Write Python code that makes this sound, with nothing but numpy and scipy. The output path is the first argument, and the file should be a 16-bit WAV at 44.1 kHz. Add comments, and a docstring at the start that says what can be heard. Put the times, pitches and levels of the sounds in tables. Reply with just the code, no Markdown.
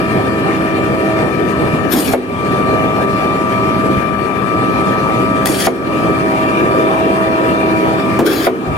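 """At the control panel of a diesel concrete pump running at steady speed. The engine roars and clatters;
the hydraulic piston pump and drive gears whine at multiples of shaft speed. Three times the stroke
changes over: pressure drops, oil hisses through a valve, the swing tube slams home and the pipe groans.
Each slam ducks the microphone's limiter. Late on, the microphone draws back, then comes close again."""
import sys
import numpy as np
from scipy import signal
from scipy.fft import rfft, irfft, next_fast_len
from scipy.io import wavfile
from scipy.ndimage import uniform_filter1d, minimum_filter1d, map_coordinates

SR = 44100
rng = np.random.default_rng(int(sys.argv[2]) if len(sys.argv) > 2 else 0)


def transcribe(signal):
    """Save signal, clipped to [-1, 1], as a 16-bit WAV file at the path in sys.argv[1]."""
    frames = np.atleast_2d(signal).T
    limited = np.clip(frames, -1, 1)
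    pcm = np.round(limited * 32767).astype(np.int16)
    wavfile.write(sys.argv[1], SR, pcm)


N = 386757
TIME_S = np.arange(N) / SR
# Level changes, pump unloaded (idle = 1)
IDLE_RUMBLE_DB, IDLE_CLATTER_DB, IDLE_WHINE_DB = -4, -0.6, -8


# Exhaust, fan and injector spectra: freq_hz, density_db
EXHAUST_SPECTRUM = [(20, -30), (45, -20), (75, -9), (120, 0), (200, -2), (300, -4.5), (600, -17.5),
                    (1500, -70)]
FAN_SPECTRUM = [(80, -32), (180, -5.5), (270, -1.5), (390, 3), (520, -3.5), (690, -6.5), (770, -2),
                (850, -10), (1220, -7.5), (1500, -16), (3000, -62)]
INJECTOR_SPECTRUM = [(500, -18), (1100, -19.5), (1600, 5), (1950, -3), (2150, -0.5), (2550, -8.5),
                     (2900, -8.5), (3330, -12.5), (3750, -15), (4200, -11), (5500, -18.5), (7300, -20),
                     (8800, -19), (12000, -21), (15500, -33)]
RUMBLE_DB, ROAR_DB, CLATTER_DB = -20, -18.5, -29.5
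# Level changes, microphone drawn back (back = 1)
BACK_RUMBLE_DB, BACK_ROAR_DB, BACK_CLATTER_DB = -3.8, 1.3, 0.5
REPEAT_SHARE = .55

def engine(turns, idle, back):
    """Exhaust rumble, fan roar and injector clatter; four unequal cylinders, two firings a turn."""
    cylinders = np.array([0.91, 0.42, 0.34, 0.3])
    firing = cylinders[(2 * turns).astype(int) % len(cylinders)] * np.exp(-(2 * turns % 1) / 0.75)
    rumble = stereo_noise(EXHAUST_SPECTRUM, lag_s=.0001, patchy_db=1.5)
    rumble = unit(rumble * (1 + 0.5 * firing) * amp(0.53 * wobble(12)))
    roar = stereo_noise(FAN_SPECTRUM, lag_s=.00028, patchy_db=2.5)
    roar = unit(roar * (1 + 0.07 * firing) * amp(0.11 * wobble(5.7)))
    ticking = np.sqrt(REPEAT_SHARE) * cycle_rattle(turns)
    ticking += np.sqrt(1 - REPEAT_SHARE) * rng.standard_normal((2, N))
    clatter = stereo_noise(INJECTOR_SPECTRUM, lag_s=.000339, patchy_db=2.5, source=ticking)
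    clatter = unit(clatter * (1 + 0.47 * firing) * amp(1.2 * wobble(30)))
    return (amp(RUMBLE_DB + IDLE_RUMBLE_DB * idle + BACK_RUMBLE_DB * back) * rumble
            + amp(ROAR_DB + BACK_ROAR_DB * back) * roar
            + amp(CLATTER_DB + IDLE_CLATTER_DB * idle + BACK_CLATTER_DB * back) * clatter
            + halo_and_ringing(clatter, idle, back))


# Governor overshoots: centre_s, half_length_s, rise_rpm
SURGES = [(.55, .4, 4), (3.8, .22, 7), (7.15, .35, 12), (8.1, .2, 7)]
GOVERNED_RPM, SAG_RPM, SAG_PEAK_S = 2146, 10, .3

def crankshaft():
    """Turns so far; speed sags as each stroke takes load, surges and trembles."""
    ages = [np.maximum(TIME_S - slam_s, 0) / SAG_PEAK_S for _, _, slam_s, *_ in CHANGEOVERS]
    rpm = GOVERNED_RPM - SAG_RPM * sum(age * np.exp(1 - age) for age in ages) + bumps(SURGES)
    return np.cumsum(rpm * (1 + .0004 * wobble(14))) / (60 * SR)


# Piston harmonics, lowest first: level_db, balance_db, back_lift_db, swell_share
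PISTON_LINES = [(-26, 1, 0.5, 0.56), (-29, -7.5, 8, 0.73), (-34, 5.5, 6.5, 0.07), (-27.5, 9.5, 3.5, 0.1)]
# Left lead per harmonic: close_ms, back_ms
PISTON_LEADS = [(.03, .1), (.15, -.2), (.2, .16), (.23, .35)]
# Swells, shared and top harmonic only: centre_s, half_length_s, lift_db
PISTON_SWELLS = [(1.13, 0.12, 10), (2.85, 0.13, 6.5), (3.68, 0.16, 6.5), (5.38, 0.25, 8.5)]
TOP_SWELLS = [(5, 1, 4.5), (6.05, 0.27, 2)]
PISTON_COUNT = 9

def hydraulic_pump(turns, idle, back):
    """Pistons sing under pressure and fade at each changeover."""
    lowest_db, piston_db, *_ = stroke_levels()
    swell_db = bumps(PISTON_SWELLS)
    spread = np.interp(back, [0, .5], [1, .15])  # near centre from halfway back
    lines = []
    for k, (db, balance_db, back_db, share) in enumerate(PISTON_LINES):
        gain = amp(db + back_db * back + share * swell_db + 1.2 * wobble(4))
        lag_s = np.interp(back, [0, .5], PISTON_LEADS[k]) / 1000
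        order = PISTON_COUNT * (k + 1)
        lines.append(gain * shaft_tone(turns, order, spread * balance_db, waver=.16, lag_s=lag_s))
    lowest, *middle, highest = lines
    pistons = amp(lowest_db) * lowest + sum(middle) + amp(bumps(TOP_SWELLS)) * highest
    return amp(IDLE_WHINE_DB * idle + piston_db) * pistons


# Gear mesh at the moving microphone: time_s, level_db, balance_db, left_lead_ms
MESH_PATH = [(0, -27, 3, .17), (1.9, -26.5, 5, .19), (2.4, -20, 8, .19), (4.4, -20, 6, .17),
             (5.4, -21, 6, .16), (5.8, -24, 1, 0), (6.16, -23.5, 1, -.08), (6.2, -24, 0, -.42),
             (6.35, -21, 0, -.43), (6.42, -20, 0, -.5), (6.78, -20, 0, -.53), (6.9, -23, 0, -.46),
             (7.3, -23.5, 0, -.42), (7.55, -26, -2, -.51), (7.97, -25, -1, -.51), (8.01, -24, 2, -.04),
             (8.2, -23, 2, -.08), (8.55, -23, 0, -.28)]
# Mesh harmonics, second up: level_db, back_lift_db
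MESH_OVERTONES = [(-33.5, 0.5), (-51, 2)]
MESH_ORDER, OVERTONE_FOLLOW = 33, .35
FLUTTER_START_S, FLUTTER_END_S, FLUTTER_HZ, FLUTTER_MS = 6.36, 6.78, 13, .07

def drive_gear(turns, idle, back):
    """Mesh whine; shifts between left and right as the microphone moves, with a brief fast tremble."""
    level_db, balance_db, lead_ms = curves(MESH_PATH)
    flutter = np.sin(2 * np.pi * FLUTTER_HZ * TIME_S + wobble(9))
    lead_ms += FLUTTER_MS * window(FLUTTER_START_S, FLUTTER_END_S, .05, .05) * flutter
    mesh = shaft_tone(turns, MESH_ORDER, balance_db, waver=.14, lag_s=lead_ms / 1000)
    overtones = 0
    for k, (db, back_db) in enumerate(MESH_OVERTONES, 2):
        line = shaft_tone(turns, k * MESH_ORDER, balance_db=9, waver=.33, lag_s=.00022)
        uneven_teeth = 1 + .45 * wobble(130)
        overtones += amp(db + back_db * back) * unit(line * uneven_teeth)
    load_db = level_db + IDLE_WHINE_DB * idle
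    return amp(load_db) * mesh + amp(OVERTONE_FOLLOW * (load_db - level_db.max())) * overtones


# Stroke changeovers:
# drop_s, open_s, slam_s, hiss_db, rise_s, balance_db, whistle_hz, whistle_lift_db, slam_db
CHANGEOVERS = [(1.89, 1.883, 2.136, -25, .036, 3, 11900, 6, 8),
               (5.45, 5.444, 5.67, -21.5, .016, -.5, 10700, 3, 7),
               (8.18, 8.238, 8.468, -24, .028, 2.5, 12000, 3.5, 6)]
# Oil jet spectrum: freq_hz, density_db
JET_SPECTRUM = [(600, -30), (1500, 3), (3200, 1), (4500, -1), (5200, -3), (6700, -1), (7400, -5),
                (8700, -2), (10700, 4), (11400, 0.5), (11900, 3.5), (13200, -2), (15000, -3.5),
                (15900, -10)]
# Jet shading, right channel: freq_hz, gain_db
JET_SHADE = [(9300, 0), (10600, -12), (15000, -9)]
# Jet spits and lulls: centre_s, half_length_s, gain_db
SPURTS = [(1.932, .012, 11), (1.985, .025, 2.5), (5.459, .003, 11.5), (5.473, .006, 8), (5.55, .05, -2),
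          (5.612, .018, 4.5), (5.655, .014, 5), (8.268, .01, 10), (8.32, .03, 5), (8.455, .015, 1.5)]
LINE_T60_S, SHUT_T60_S = 0.0092, 0.13
RASP_DB, RASP_SPIT_SHARE = -4.5, .7

def valve():
    """Oil spits, rasps, whistles and rings in the line until the tube slams home."""
    out, ring_t = np.zeros((2, N)), TIME_S[:SR // 20]
    jet = stereo_noise(JET_SPECTRUM, lag_s=.00002, patchy_db=4.5)
    jet *= amp(1.2 * wobble(35) + 1.3 * wobble(250))
    rasp, spit_db = cavitation(), bumps(SPURTS)
    rasp *= amp(RASP_DB + RASP_SPIT_SHARE * spit_db)
    for _, open_s, slam_s, db, rise_s, balance_db, whistle_hz, lift_db, _ in CHANGEOVERS:
        opening = np.clip((TIME_S - open_s) / rise_s, 0, 1) ** 2
        closing = amp(-60 * np.maximum(TIME_S - slam_s, 0) / SHUT_T60_S)
        ring = rng.standard_normal(len(ring_t)) * amp(-60 * ring_t / LINE_T60_S)
        ringing = jet + .5 * signal.oaconvolve(jet, ring[None] / np.linalg.norm(ring), axes=1)[:, :N]
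        left_db = lambda hz: lift_db / (1 + ((hz - whistle_hz) / 500) ** 2)
        hiss = unit(filtered(ringing, lambda hz: amp([left_db(hz), along(JET_SHADE, hz)])))
        out += amp(db) * opening * closing * pan(balance_db) * (amp(spit_db) * hiss + rasp)
    return out


# Valve body resonances: centre_hz, width_hz, level_db, balance_db
VALVE_MODES = [(1750, 600, -3, 4), (2400, 700, -1, 5), (3250, 600, 0, 4), (4100, 260, -5, 2),
               (4600, 220, -2.5, 0), (5450, 300, -5.5, -1), (6700, 320, -5, 0)]
COLLAPSES_PER_S, CLUMP_DB, MODE_SHIFT_DB = 2500, 4, 2.5

def cavitation():
    """Bubbles collapse in clumps and ring the valve body; rms 1."""
    rate = COLLAPSES_PER_S * amp(CLUMP_DB * wobble(90))
    pops = (rng.random(N) < rate / SR) * (rng.standard_normal(N) + rng.standard_normal((2, N)))
    rasp = 0
    for centre_hz, width_hz, db, balance_db in VALVE_MODES:
        band = lambda hz: (1j * hz * width_hz / (centre_hz ** 2 - hz ** 2 + 1j * hz * width_hz)) ** 2
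        rasp += amp(db + MODE_SHIFT_DB * wobble(22)) * pan(balance_db) * unit(filtered(pops, band))
    return unit(rasp)


DROP_S, BUILD_S = 0.03, 0.27

def unloaded():
    """Oil pressure loss: 1 in a changeover, 0 under full load."""
    return sum(window(drop_s, slam_s, DROP_S, BUILD_S) for drop_s, _, slam_s, *_ in CHANGEOVERS)


# Pump strokes: lowest_piston_db, all_pistons_db, gear_pair_db, gear_pair_balance_db
STROKES = [(3, -0.5, 5.5, 15.5), (-6, 0, 0.5, 2), (2, 0, 0.5, 11), (-8, 0, -1, 5)]

def stroke_levels():
    """Stroke settings per sample, crossfaded over each changeover."""
    edges_s = [s for drop_s, _, slam_s, *_ in CHANGEOVERS for s in (drop_s, slam_s)]
    return curves(np.column_stack([[0, *edges_s, N / SR], np.repeat(STROKES, 2, axis=0)]))


# Tube and hopper modes: pitch_hz, level_db, t60_s
TUBE_MODES = [(252, -10.5, 0.98), (309, -14, 0.52), (372, -4.5, 0.45), (435, -8.5, 0.068),
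              (458, -9.5, 0.44), (568, -5.5, 0.065), (669, -2, 0.1), (740, -5, 0.11), (1000, -17, 0.11),
              (1420, -5, 0.026), (1710, -30, 0.065), (2200, -20, 0.12)]
REBOUND_S, REBOUND_DB = .009, -8

def slams():
    """The swing tube hits its stop, rebounds once and rings the hopper."""
    t, out = TIME_S[:SR // 2], np.zeros((2, N))
    crunch_spectrum = [(100, -24), (600, 4.5), (2000, -9.5), (6000, -37), (15000, -56)]
    for _, _, slam_s, *_, slam_db in CHANGEOVERS:
        ring = 0
        for hz, db, t60_s in TUBE_MODES:
            envelope = amp(db + rng.normal(0, 1.5) - 60 * t / t60_s)
            ring += envelope * np.sin(2 * np.pi * (hz * t + rng.random()) + rng.normal(0, .4, (2, 1)))
        crunch = shaped(rng.standard_normal((2, len(t))), crunch_spectrum)
        blow = (ring + 0.96 * crunch * amp(-60 * t / .08)) * (1 - np.exp(-t / 0.0006))
        blow += amp(REBOUND_DB) * np.pad(blow, ((0, 0), (round(REBOUND_S * SR), 0)))[:, :len(t)]
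        add(out, slam_s, amp(slam_db) * blow / np.abs(blow).max())
    return out


GROAN_FROM_HZ, GROAN_TO_HZ, GROAN_FALL_S = 700, 255, .047
GROAN_DB, GROAN_T60_S = -12.5, .75

def groans():
    """After each slam the pipe rings on: a rough note, sinking as the surge dies."""
    t, out = TIME_S[:SR // 2], np.zeros((2, N))
    hz = GROAN_TO_HZ + (GROAN_FROM_HZ - GROAN_TO_HZ) * np.exp(-t / GROAN_FALL_S)
    glide = np.exp(2j * np.pi * np.cumsum(hz) / SR)
    envelope = (1 - np.exp(-t / 0.013)) * amp(GROAN_DB - 60 * t / GROAN_T60_S)
    for _, _, slam_s, *_ in CHANGEOVERS:
        roughness = 1 + .6 * (wobble(110) + 1j * wobble(110))[:len(t)]
        add(out, slam_s, pan(0) * envelope * unit(np.real(roughness * glide)))
    return out


# Frame and hose jolts: start_s, peak_db, centre_hz, length_s, rattle_db
JOLTS = [(1.589, -12, 160, 0.027, -30), (1.734, -4.5, 188, .025, -30), (1.934, -4.5, 280, 0.071, -11),
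         (3.969, -8, 129, 0.014, -22), (5.495, -5, 308, 0.014, -31), (8.189, 1, 224, 0.027, -7),
         (8.216, 0, 330, 0.015, -38), (8.244, -0.5, 357, 0.11, -34), (8.276, -8, 235, 0.031, -30),
         (8.32, -6, 300, 0.12, -13), (8.675, -6.5, 95, 0.067, -22)]

def jolts():
    """Pressure kicks shake frame and hoses: dull thuds with a little metal rattle."""
    t, out = TIME_S[:SR // 2], np.zeros((2, N))
    rattle_spectrum = [(200, -21), (700, -5.5), (2200, -21.5), (5000, -34.5), (15000, -37)]
    for start_s, db, centre_hz, length_s, rattle_db in JOLTS:
        noise = rng.standard_normal(len(t)) + 0.33 * rng.standard_normal((2, len(t)))
        thud = unit(filtered(noise, lambda hz: hz / (hz + 80) / (1 + ((hz - centre_hz) / 70) ** 2)))
        envelope = (1 - np.exp(-t / 0.00096)) * np.exp(-(t / length_s) ** 2)
        shudder = (thud + amp(rattle_db) * shaped(noise, rattle_spectrum)) * envelope
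        add(out, start_s, amp(db) * shudder / np.abs(shudder).max())
    return out


# Steady engine and gear lines: cycles_per_turn
HUM_ORDERS = [2, 5.5, 7.5, 11, 14.25, 15, 16.5, 34, 37, 45, 54, 72, 82.5, 90, 101]
# Same lines: level_db
HUM_DB = [-40, -29, -29, -28.5, -44.5, -33, -35, -40, -42.5, -54.5, -44, -42, -45, -47.5, -64]
# Beating gear pair: cycles_per_turn
PAIR_ORDERS = [49.5, 50.85]
PAIR_DB = -38.5

def hum(turns, idle):
    """Engine and gear lines locked to the crankshaft; higher ones waver more."""
    steady = 0
    for order, db in zip(HUM_ORDERS, HUM_DB):
        balance_db = 0.93 * along(MIC_BALANCE, order * turns[-1] * SR / N)
        steady += amp(db) * shaft_tone(turns, order, balance_db, waver=0.25 + 0.0035 * order)
    *_, stroke_db, balance_db = stroke_levels()
    pair = sum(shaft_tone(turns, order, balance_db, waver=.32, lag_s=.00024) for order in PAIR_ORDERS)
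    return steady * amp(IDLE_CLATTER_DB * idle) + pair * amp(PAIR_DB + stroke_db + IDLE_WHINE_DB * idle / 2)


BUZZ_DB = -35

def buzz(turns, idle):
    """Valve gear and injectors repeat one ragged rattle every engine cycle."""
    spectrum = [(400, -11), (700, 26), (1000, -36), (1650, 9.0),
                (2600, 6.5), (3700, -33.0), (5000, -36), (9000, -66)]
    return shaped(cycle_rattle(turns), spectrum) * amp(BUZZ_DB + IDLE_CLATTER_DB * idle)


def cycle_rattle(turns, size=2048):
    """Stereo noise repeating every two turns; rms 1."""
    cycle = rng.standard_normal((2, size))
    return unit(np.array([np.interp(turns / 2 % 1 * size, np.arange(size), side) for side in cycle]))


# Whine halo (second row) and ringing bands: centre_hz, width_hz, level_db, back_lift_db
NARROW_BANDS = [(1790, 90, -42.5, -1), (2380, 170, -37, 1.5), (2720, 110, -46, 3.5), (3580, 120, -49, 1)]

def halo_and_ringing(clatter, idle, back):
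    """Rough, hissy halo round the gear whine's second harmonic, plus narrow ringing bands of clatter."""
    out = 0
    for centre_hz, width_hz, db, back_db in NARROW_BANDS:
        band = filtered(clatter, lambda hz: 1 / (1 + (2 * (hz - centre_hz) / width_hz) ** 4))
        out += amp(db + back_db * back) * unit(band)
    return amp(IDLE_WHINE_DB * idle) * out


# Drone dips: start_s, end_s, bass_db, right_treble_db
DIPS = [(1.247, 1.52, -1, -6), (1.764, 1.912, -0.5, -9), (3.97, 4.474, -2, -9)]
CROSSOVER_HZ, DIP_EDGE_S = 544, 0.061

def dipped(drone):
    """Brief dips: both channels lose some bass, the right its treble."""
    bass_db = right_db = 0
    for start_s, end_s, low_db, high_db in DIPS:
        gate = window(start_s, end_s, DIP_EDGE_S, DIP_EDGE_S)
        bass_db += gate * low_db
        right_db += gate * high_db
    treble = filtered(drone, lambda hz: hz ** 2 / (hz ** 2 + CROSSOVER_HZ ** 2))
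    return amp(bass_db) * (drone - treble) + np.array([treble[0], amp(right_db) * treble[1]])


# Likeness of the microphone channels: freq_hz, coherence
MIC_COHERENCE = [(60, .42), (130, .58), (290, .82), (640, .55), (1400, .45), (3000, .35), (15000, .25)]
# Left over right: freq_hz, balance_db
MIC_BALANCE = [(60, -3), (180, -1.2), (380, -.1), (700, 0), (1300, 3), (2400, 7), (4400, 0), (8000, 0),
               (15000, 4)]

def stereo_noise(spectrum, lag_s, patchy_db, source=None):
    """Noise or source, coloured in shifting patches, right channel late; rms 1."""
    def colour(hz):
        angle = np.arccos(np.clip(along(MIC_COHERENCE, hz), 0, 1)) / 2
        return amp(along(spectrum, hz)) * np.array([np.cos(angle), np.sin(angle)])
    def placement(hz):
        return pan(along(MIC_BALANCE, hz)) * np.exp(-2j * np.pi * hz * np.array([[0], [lag_s]]))
    frames = signal.stft(rng.standard_normal((2, N)) if source is None else source, nperseg=512)[2]
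    patches = uniform_filter1d(rng.standard_normal(frames.shape[1:]), size=4, axis=0)
    patches = unit(uniform_filter1d(patches, size=12, axis=1))
    patchy = signal.istft(frames * amp(patchy_db * patches), nperseg=512)[1][:, :N]
    mid, side = filtered(patchy, colour)
    return unit(filtered(np.array([mid + side, mid - side]), placement))


def shaft_tone(turns, order, balance_db, waver, lag_s=0.00021):
    """Sine at a shaft order, wavering with shifting reflections; rms 1."""
    hz = order * turns[-1] * SR / N
    phase = 2 * np.pi * (order * turns + rng.random() - hz * lag_s * np.array([[0], [1]]))
    phase += waver * np.array([wobble(6), wobble(5.5)])
    return unit(pan(balance_db) * np.sin(phase) * np.exp(waver * (wobble(7) + wobble(45)) / 2))


def amp(db):
    """Decibels to gain."""
    return 10 ** (np.asarray(db) / 20)


def unit(x):
    """x at rms 1."""
    return x / np.sqrt(np.mean(x ** 2) + 1e-20)


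def along(points, hz):
    """Interpolate (freq_hz, value) points on a log axis."""
    freqs, values = np.transpose(points)
    return np.interp(np.log(hz + 1), np.log(freqs + 1), values)


def curves(rows):
    """Per-sample curve for each column after time_s."""
    times, *columns = np.transpose(rows)
    return [np.interp(TIME_S, times, column) for column in columns]


def wobble(rate_hz):
    """Smooth random curve, rate_hz knots a second."""
    coarse = np.arange(0, N + 64, 64)
    knots = rng.standard_normal(int(N * rate_hz / SR) + 4)
    return np.interp(np.arange(N), coarse, map_coordinates(knots, [coarse * rate_hz / SR]))


def window(start_s, end_s, rise_s, fall_s):
    """Trapezoid: rises from start_s, falls from end_s."""
    return np.clip((TIME_S - start_s) / rise_s, 0, 1) * np.clip(1 - (TIME_S - end_s) / fall_s, 0, 1)


def bumps(rows):
    """Sum of Gaussian humps."""
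    return sum(height * np.exp(-((TIME_S - centre_s) / half_s) ** 2) for centre_s, half_s, height in rows)


def filtered(x, response):
    """Apply a complex frequency response."""
    size = x.shape[-1]
    padded = next_fast_len(size + SR // 2)
    return irfft(rfft(x, padded) * response(np.fft.rfftfreq(padded, 1 / SR)), padded)[..., :size]


def shaped(x, spectrum):
    """Filter by (freq_hz, gain_db) points; rms 1."""
    return unit(filtered(x, lambda hz: amp(along(spectrum, hz))))


def pan(balance_db):
    """Constant-power gains; positive is left."""
    gains = amp(np.array([np.atleast_1d(balance_db), -np.atleast_1d(balance_db)]) / 2)
    return gains / np.sqrt(np.mean(gains ** 2, axis=0))


def add(track, start_s, sound):
    """Mix in a stereo sound."""
    part = track[:, round(start_s * SR):][:, :sound.shape[1]]
    part += sound[:, :part.shape[1]]


# Microphone position (0 at the panel, 1 drawn back): time_s, back
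MIC_PATH = [(6.15, 0), (6.25, .5), (6.42, .5), (6.52, .3), (6.72, .33), (6.88, 1), (7.9, 1), (8.03, .15)]

def scene():
    """One crankshaft drives the drone; changeovers unload it and add hiss and blows."""
    turns, idle, back = crankshaft(), unloaded(), curves(MIC_PATH)[0]
    drone = (engine(turns, idle, back) + buzz(turns, idle) + hum(turns, idle)
             + hydraulic_pump(turns, idle, back) + drive_gear(turns, idle, back))
    return dipped(drone) + valve() + slams() + groans() + jolts()


def limiter(x, ceiling_db, hold_s, release_db_per_s):
    """Loud moments pull the gain down; it holds, then recovers."""
    power = np.abs(uniform_filter1d(np.mean(x ** 2, axis=0), size=160))
    over_db = np.maximum(10 * np.log10(power + 1e-9) - ceiling_db, 0)
    size = 2 * int(hold_s * SR / 2) + 1
    held_db = -minimum_filter1d(-over_db, size, origin=size // 2, mode="constant")
    ramp_db = release_db_per_s * TIME_S
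    cut_db = np.maximum.accumulate(held_db + ramp_db) - ramp_db
    return x * amp(-uniform_filter1d(cut_db, size=96))


CLIP_LEVEL, TOP_HZ = .93, 15900

def record(dry):
    """Microphone limiter, soft clip, band limit."""
    limited = limiter(dry, ceiling_db=-6.5, hold_s=0.12, release_db_per_s=29.5)
    clipped = limited / (1 + np.abs(limited / CLIP_LEVEL) ** 8) ** (1 / 8)
    return filtered(clipped, lambda hz: hz < TOP_HZ)


dry = scene()
out = record(dry)
transcribe(out)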